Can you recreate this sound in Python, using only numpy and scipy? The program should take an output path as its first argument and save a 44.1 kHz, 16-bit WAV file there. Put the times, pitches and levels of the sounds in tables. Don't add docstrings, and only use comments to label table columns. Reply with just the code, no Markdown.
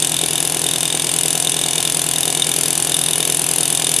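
import sys
import numpy as np
from scipy import signal
from scipy.fft import rfft, irfft
from scipy.io import wavfile
from scipy.ndimage import uniform_filter1d

SR = 44100
rng = np.random.default_rng(int(sys.argv[2]) if len(sys.argv) > 2 else 0)


def file_out(sig):
    cols = np.atleast_2d(sig).T
    lim = np.clip(cols, -1, 1)
    pcm = np.round(lim * 32767).astype(np.int16)
    wavfile.write(sys.argv[1], SR, pcm)


N = 176400

BLOW_HZ, PUMP_HZ = 42.133, 136.18
FIRST_BLOW_S, FIRST_PUMP_S = -.0004, .005
VALVE_LEAD_S = 0.004206


def amp(db):
    return 10 ** (np.asarray(db) / 20)


def unit_rms(x):
    return x / np.sqrt(np.mean(x ** 2) + 1e-20)


def curve_at(points, hz):
    f, value = np.transpose(points)
    return np.interp(np.log(hz + 1), np.log(f + 1), value)


def wander(count, span):
    return unit_rms(uniform_filter1d(uniform_filter1d(rng.standard_normal(count), span), span))


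def clicks(times, sizes):
    at = np.round(times * SR).astype(int)[:, None] + np.arange(-8, 9)
    offset = at - times[:, None] * SR
    shapes = sizes[:, None] * np.sinc(offset) * np.sinc(offset / 9)
    inside = (at >= 0) & (at < N)
    return np.bincount(at[inside], shapes[inside], N)


def noise_bursts(drive, decay_s):
    envelope = signal.lfilter([1], [1, -np.exp(-1 / (decay_s * SR))], drive)
    return unit_rms(envelope * rng.standard_normal(N))


def coloured(x, colour, modes=(), size=8192):
    hz = abs(np.fft.fftfreq(size, 1 / SR))
    power = amp(curve_at(colour, hz)) ** 2
    for f, width, db in modes:
        detune = 2 * (hz - f) / width
        power += amp(db) ** 2 / (1 + detune ** 2) / (1 + (detune / 5) ** 2)
    log_spectrum = signal.hilbert(np.log(power) / 2).conj()
    response = np.fft.ifft(np.exp(log_spectrum)).real
    return signal.oaconvolve(x, response[:size // 2])[:N]


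def echoes(x, t60, length_s):
    hz, t, bands = signal.stft(rng.standard_normal(SR), SR, nperseg=128)
    decay = amp(-60 * t / curve_at(t60, hz)[:, None])
    tail = signal.istft(bands * decay, SR, nperseg=128)[1][:int(length_s * SR)]
    spectrum = rfft(tail, 2 * SR)
    spectrum /= np.sqrt(uniform_filter1d(abs(spectrum) ** 2, size=400) + 1e-12)
    return signal.oaconvolve(x, irfft(spectrum)[:len(tail)])[:N]


def in_room(x, wet_db):
    # f/Hz, t60/s
    room_t60 = [(150, .35), (1000, .35), (4000, .26), (10000, .2), (16000, .12)]
    return unit_rms(x + amp(wet_db) * echoes(x, room_t60, length_s=.2))


def cycle_times():
    return FIRST_BLOW_S + np.arange(int(N / SR * BLOW_HZ) + 2) / BLOW_HZ


def through_shank(x, feedback=0.47):
    trips = [.00005, .00007, .00011]
    for trip_s in trips:
        loop = np.r_[1, np.zeros(round(trip_s * SR)), feedback]
        x = signal.lfilter(loop[::-1], loop, x)
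    return x


def chatter(times, levels, part, scatter_db, grit, grit_s):
    # delay/ms, tip level/dB, plate level/dB
    contacts = [(0, 3.5, 8), (1.402, -1, -11), (2.202, -3, -12.5)]
    count = len(times)
    force = amp(np.interp(times, *np.transpose(levels)) + scatter_db * rng.standard_normal(count))
    hits = np.zeros(N)
    for ms, tip_db, plate_db in contacts:
        delay_s = ms / 1000 * (1 + .006 * wander(count, span=6))
        contact_db = (tip_db if part == "tip" else plate_db) + 0.28 * rng.standard_normal(count)
        hits += clicks(times + delay_s, force * amp(contact_db))
    drive = unit_rms(through_shank(hits)) + grit * noise_bursts(hits, grit_s)
    return drive, np.sqrt(np.mean(force ** 2))


def tip_ring(times):
    # t/s, level/dB
    levels = [(0.0, -19), (0.14, -25), (0.66, -23.5), (0.78, -24.5), (0.83, -23.5), (0.88, -25.4),
              (1.19, -21.5), (1.54, -23.5), (1.8, -22), (1.97, -23.5), (2.3, -24), (2.66, -22.5),
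              (3.16, -24.5), (3.3, -22.5), (3.39, -24), (3.42, -23.5), (3.96, -22)]
    # f/Hz, level/dB
    colour = [(300, -63), (1300, -30), (2100, -20), (2900, -13), (4300, -12.5), (4800, -10), (5300, -11),
              (6500, -12.5), (7300, -10.5), (9500, -13.5), (11000, -24), (12300, -22), (13400, -18.5),
              (14500, -57), (16000, -86)]
    # f/Hz, width/Hz, level/dB
    modes = [(6900, 51, -19), (6960, 110, -4), (7840, 500, -4), (8180, 90, -3.5), (8490, 70, -0.5),
             (9000, 81, 2), (9100, 120, -3.5), (9400, 88, 0.5), (9730, 200, -6)]
    # f/Hz, t60/s
    vise_t60 = [(500, 0.019), (3000, 0.035), (8000, 0.026), (16000, 0.033)]
    drive, level = chatter(times, levels, "tip", scatter_db=0.27, grit=0.9, grit_s=0.0021)
    ring = coloured(drive, colour, modes)
    ring += amp(-13) * echoes(ring, vise_t60, length_s=.08)
    return level * amp(1.38) * in_room(ring, wet_db=-11.5)


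def tip_sheen(times):
    # t/s, level/dB
    levels = [(0.0, -28), (0.47, -24), (0.52, -26.5), (0.71, -24.8), (0.78, -28), (0.83, -24), (0.9, -35),
              (1.19, -23.5), (1.42, -28.0), (1.52, -27), (1.66, -31.5), (1.85, -27.5), (2.28, -22.5),
              (2.3, -28.0), (2.44, -30.5), (2.49, -23.5), (2.9, -25), (3.73, -23), (3.8, -31), (3.96, -22)]
    # f/Hz, level/dB
    colour = [(300, -92), (7000, -63), (9600, -21), (11000, -16), (12500, -33), (16000, -63)]
    # f/Hz, width/Hz, level/dB
    modes = [(10050, 255, 2.5), (10580, 320, 0), (11500, 360, -7)]
    drive, level = chatter(times, levels, "tip", scatter_db=0.5, grit=0.32, grit_s=0.0006)
    return level * in_room(coloured(drive, colour, modes), wet_db=-11.5)


def plate_ring(times):
    # t/s, level/dB
    levels = [(0.0, -27), (0.14, -29.5), (0.17, -25.5), (0.24, -30), (0.31, -26.5), (0.5, -35),
              (0.76, -23.5), (0.78, -34), (0.81, -26), (0.9, -27.5), (1.26, -30), (1.4, -34.5),
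              (1.47, -24.5), (1.61, -28), (1.88, -26), (1.97, -41), (1.99, -22), (2.04, -33.5), (2.16, -27),
              (2.21, -34.7), (2.23, -25), (2.35, -30), (2.42, -24.5), (2.61, -30.5), (2.85, -35),
              (2.87, -25.9), (3.16, -27.3), (3.18, -38), (3.2, -27.5), (3.51, -35.5), (3.7, -28),
              (3.96, -28)]
    # f/Hz, level/dB
    colour = [(300, -29), (1000, -40), (2100, -33), (3200, -30), (4300, -32), (7000, -48.5), (16000, -61)]
    # f/Hz, width/Hz, level/dB
    modes = [(2650, 38, -18.5), (2903, 49, -3), (3320, 80, -10), (3520, 160, 2), (3671, 109, 6),
             (3900, 36, -8)]
    drive, level = chatter(times, levels, "plate", scatter_db=1.3, grit=0.64, grit_s=0.0011)
    ring = coloured(drive, colour, modes)
    bench_echo = np.interp(np.arange(N) - .00384 * SR, np.arange(N), ring, left=0)
    return level * amp(1.14) * in_room(ring + amp(-5) * bench_echo, wet_db=-15.5)


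def vise_knock(times, swell_every_s=0.744, swell_peak_s=0.25):
    # delay/s, level/dB
    early = [(.0029, -4.5), (.0066, -10.5)]
    # f/Hz, level/dB
    colour = [(60, -46), (300, -11), (700, 0.5), (1000, -2), (1350, -14.5), (2100, -7.5), (3000, -14),
              (16000, -66)]
    # f/Hz, width/Hz, level/dB
    modes = [(1765, 223, -0.5), (2030, 72, -14.5)]
    # f/Hz, width/Hz, level/dB
    swell_modes = [(2284, 51, 3), (2420, 100, -10)]
    force = amp(0.89 * rng.standard_normal(len(times)))
    drive = clicks(times, force) + sum(clicks(times + s, force * amp(db)) for s, db in early)
    knock = in_room(coloured(drive, colour, modes), wet_db=-11.5)
    swell = amp(10 * np.cos(2 * np.pi * (times - swell_peak_s) / swell_every_s))
    ring = coloured(clicks(times, force * swell), [(20, -60), (16000, -60)], swell_modes)
    return amp(-35.5) * knock + amp(-46) * unit_rms(ring)


def graver(drift_s=.00008, jitter_s=.00001):
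    times = cycle_times()
    times += drift_s * wander(len(times), span=14) + jitter_s * rng.standard_normal(len(times))
    return tip_ring(times) + tip_sheen(times) + plate_ring(times) + vise_knock(times)


def valve_puffs(throb=0.3, swing_s=0.00095, jitter_s=0.00013):
    # delay/ms, level/dB
    puffs = [(-4, 6), (8, 5.5)]
    # f/Hz, level/dB
    colour = [(30, -62), (100, -47), (190, 0), (260, -3.5), (340, 0.5), (415, -2), (520, -6.5), (800, -10),
              (1500, -24.5), (16000, -67)]
    times = cycle_times()
    pump_phase = 2 * np.pi * PUMP_HZ * (times - VALVE_LEAD_S - FIRST_PUMP_S)
    force = 1 + throb * np.cos(pump_phase)
    times += swing_s * np.sin(pump_phase) + jitter_s * rng.standard_normal(len(times))
    drive = sum(clicks(times + ms / 1000, force * amp(db)) for ms, db in puffs)
    return amp(-35) * in_room(coloured(drive, colour), wet_db=-9)


def exhaust(open_width_s=0.0027, jitter_s=0.00012):
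    # f/Hz, level/dB
    colour = [(30, -45.5), (200, -16.5), (400, 2.5), (560, -3), (680, 4.5), (800, -2), (900, -9.5),
              (1060, -11), (1250, -12.5), (1750, -11), (3000, -15), (16000, -53)]
    # f/Hz, t60/s
    hose_t60 = [(200, 0.053), (1000, 0.018), (16000, 0.012)]
    times = FIRST_PUMP_S + np.arange(int(N / SR * PUMP_HZ)) / PUMP_HZ
    valve_cycles = (times + VALVE_LEAD_S - FIRST_BLOW_S) * BLOW_HZ
    from_open_s = ((valve_cycles + .5) % 1 - .5) / BLOW_HZ
    opening = np.exp(-(from_open_s / open_width_s) ** 2 / 2)
    force = opening * amp(0.39 * rng.standard_normal(len(times)))
    pulses = clicks(times + jitter_s * rng.standard_normal(len(times)), force)
    air = coloured(unit_rms(pulses) + noise_bursts(pulses, decay_s=0.0022), colour)
    air += amp(-2) * echoes(air, hose_t60, length_s=.08)
    return amp(-34) * in_room(air, wet_db=-8.5)


def leak_hiss():
    # f/Hz, level/dB
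    colour = [(100, -22), (700, -4), (1300, -6.5), (1750, -5), (2100, -6.5), (2900, 4), (4300, -4),
              (5600, -8.5), (7300, -8), (9500, -3.5), (12000, -8.5), (14000, -24), (16000, -54)]
    # f/Hz, width/Hz, level/dB
    modes = [(6310, 570, 2.3)]
    return amp(-29) * unit_rms(coloured(rng.standard_normal(N), colour, modes))


def drive_hum():
    # multiple of the blow rate, multiple of the pump rate, level/dB
    tones = [(1, 0, -70), (2, 0, -50), (3, 0, -43.5), (0, 1, -44), (10, -2, -45.5), (7, -1, -38),
             (4, 0, -54.5), (3, 1, -50.5), (10, -1, -42), (10, 0, -51), (19, 0, -49.5), (25, 0, -64.5),
             (18, -2, -53.5)]
    t = np.arange(N) / SR
    hum = np.zeros(N)
    for blow_multiple, pump_multiple, db in tones:
        hz = blow_multiple * BLOW_HZ + pump_multiple * PUMP_HZ
        hum += amp(db) * np.sqrt(2) * np.sin(2 * np.pi * (hz * t + rng.random()))
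    return hum


def room_tone():
    # f/Hz, level/dB
    colour = [(20, -36), (45, -13), (70, -19), (140, -2), (300, -4), (1000, -19), (5000, -17), (16000, -53)]
    return amp(-41.5) * unit_rms(coloured(rng.standard_normal(N), colour))


def scene():
    # f/Hz, correlation
    likeness = [(100, 0.97), (3000, 1), (6000, 0.9), (10000, 0.86), (13000, 0.17), (16000, 0.39)]
    # f/Hz, level/dB
    balance = [(60, 2), (150, 1.5), (300, 1), (650, 5), (1300, -0.3), (3000, 0.2), (5500, 0.9), (9500, 3),
               (12000, 6.5), (16000, -2)]
    mono = graver() + valve_puffs() + exhaust() + leak_hiss() + drive_hum() + room_tone()
    hz = np.fft.rfftfreq(N, 1 / SR)
    correlation = curve_at(likeness, hz)
    width = np.sqrt((1 - correlation) / (1 + correlation))
    lean = amp(curve_at(balance, hz) / 2)
    mid = rfft(mono)
    side = width * rfft(echoes(mono, t60=[(100, 0.0064), (16000, 0.015)], length_s=.02))
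    return irfft(np.array([(mid + side) * lean, (mid - side) / lean]), N)


def record(dry):
    lowpass = signal.firwin(511, 16000, window=("kaiser", 9), fs=SR)
    return signal.oaconvolve(np.clip(dry, -1, 1), lowpass[None], "same")


dry = scene()
out = record(dry)
file_out(out)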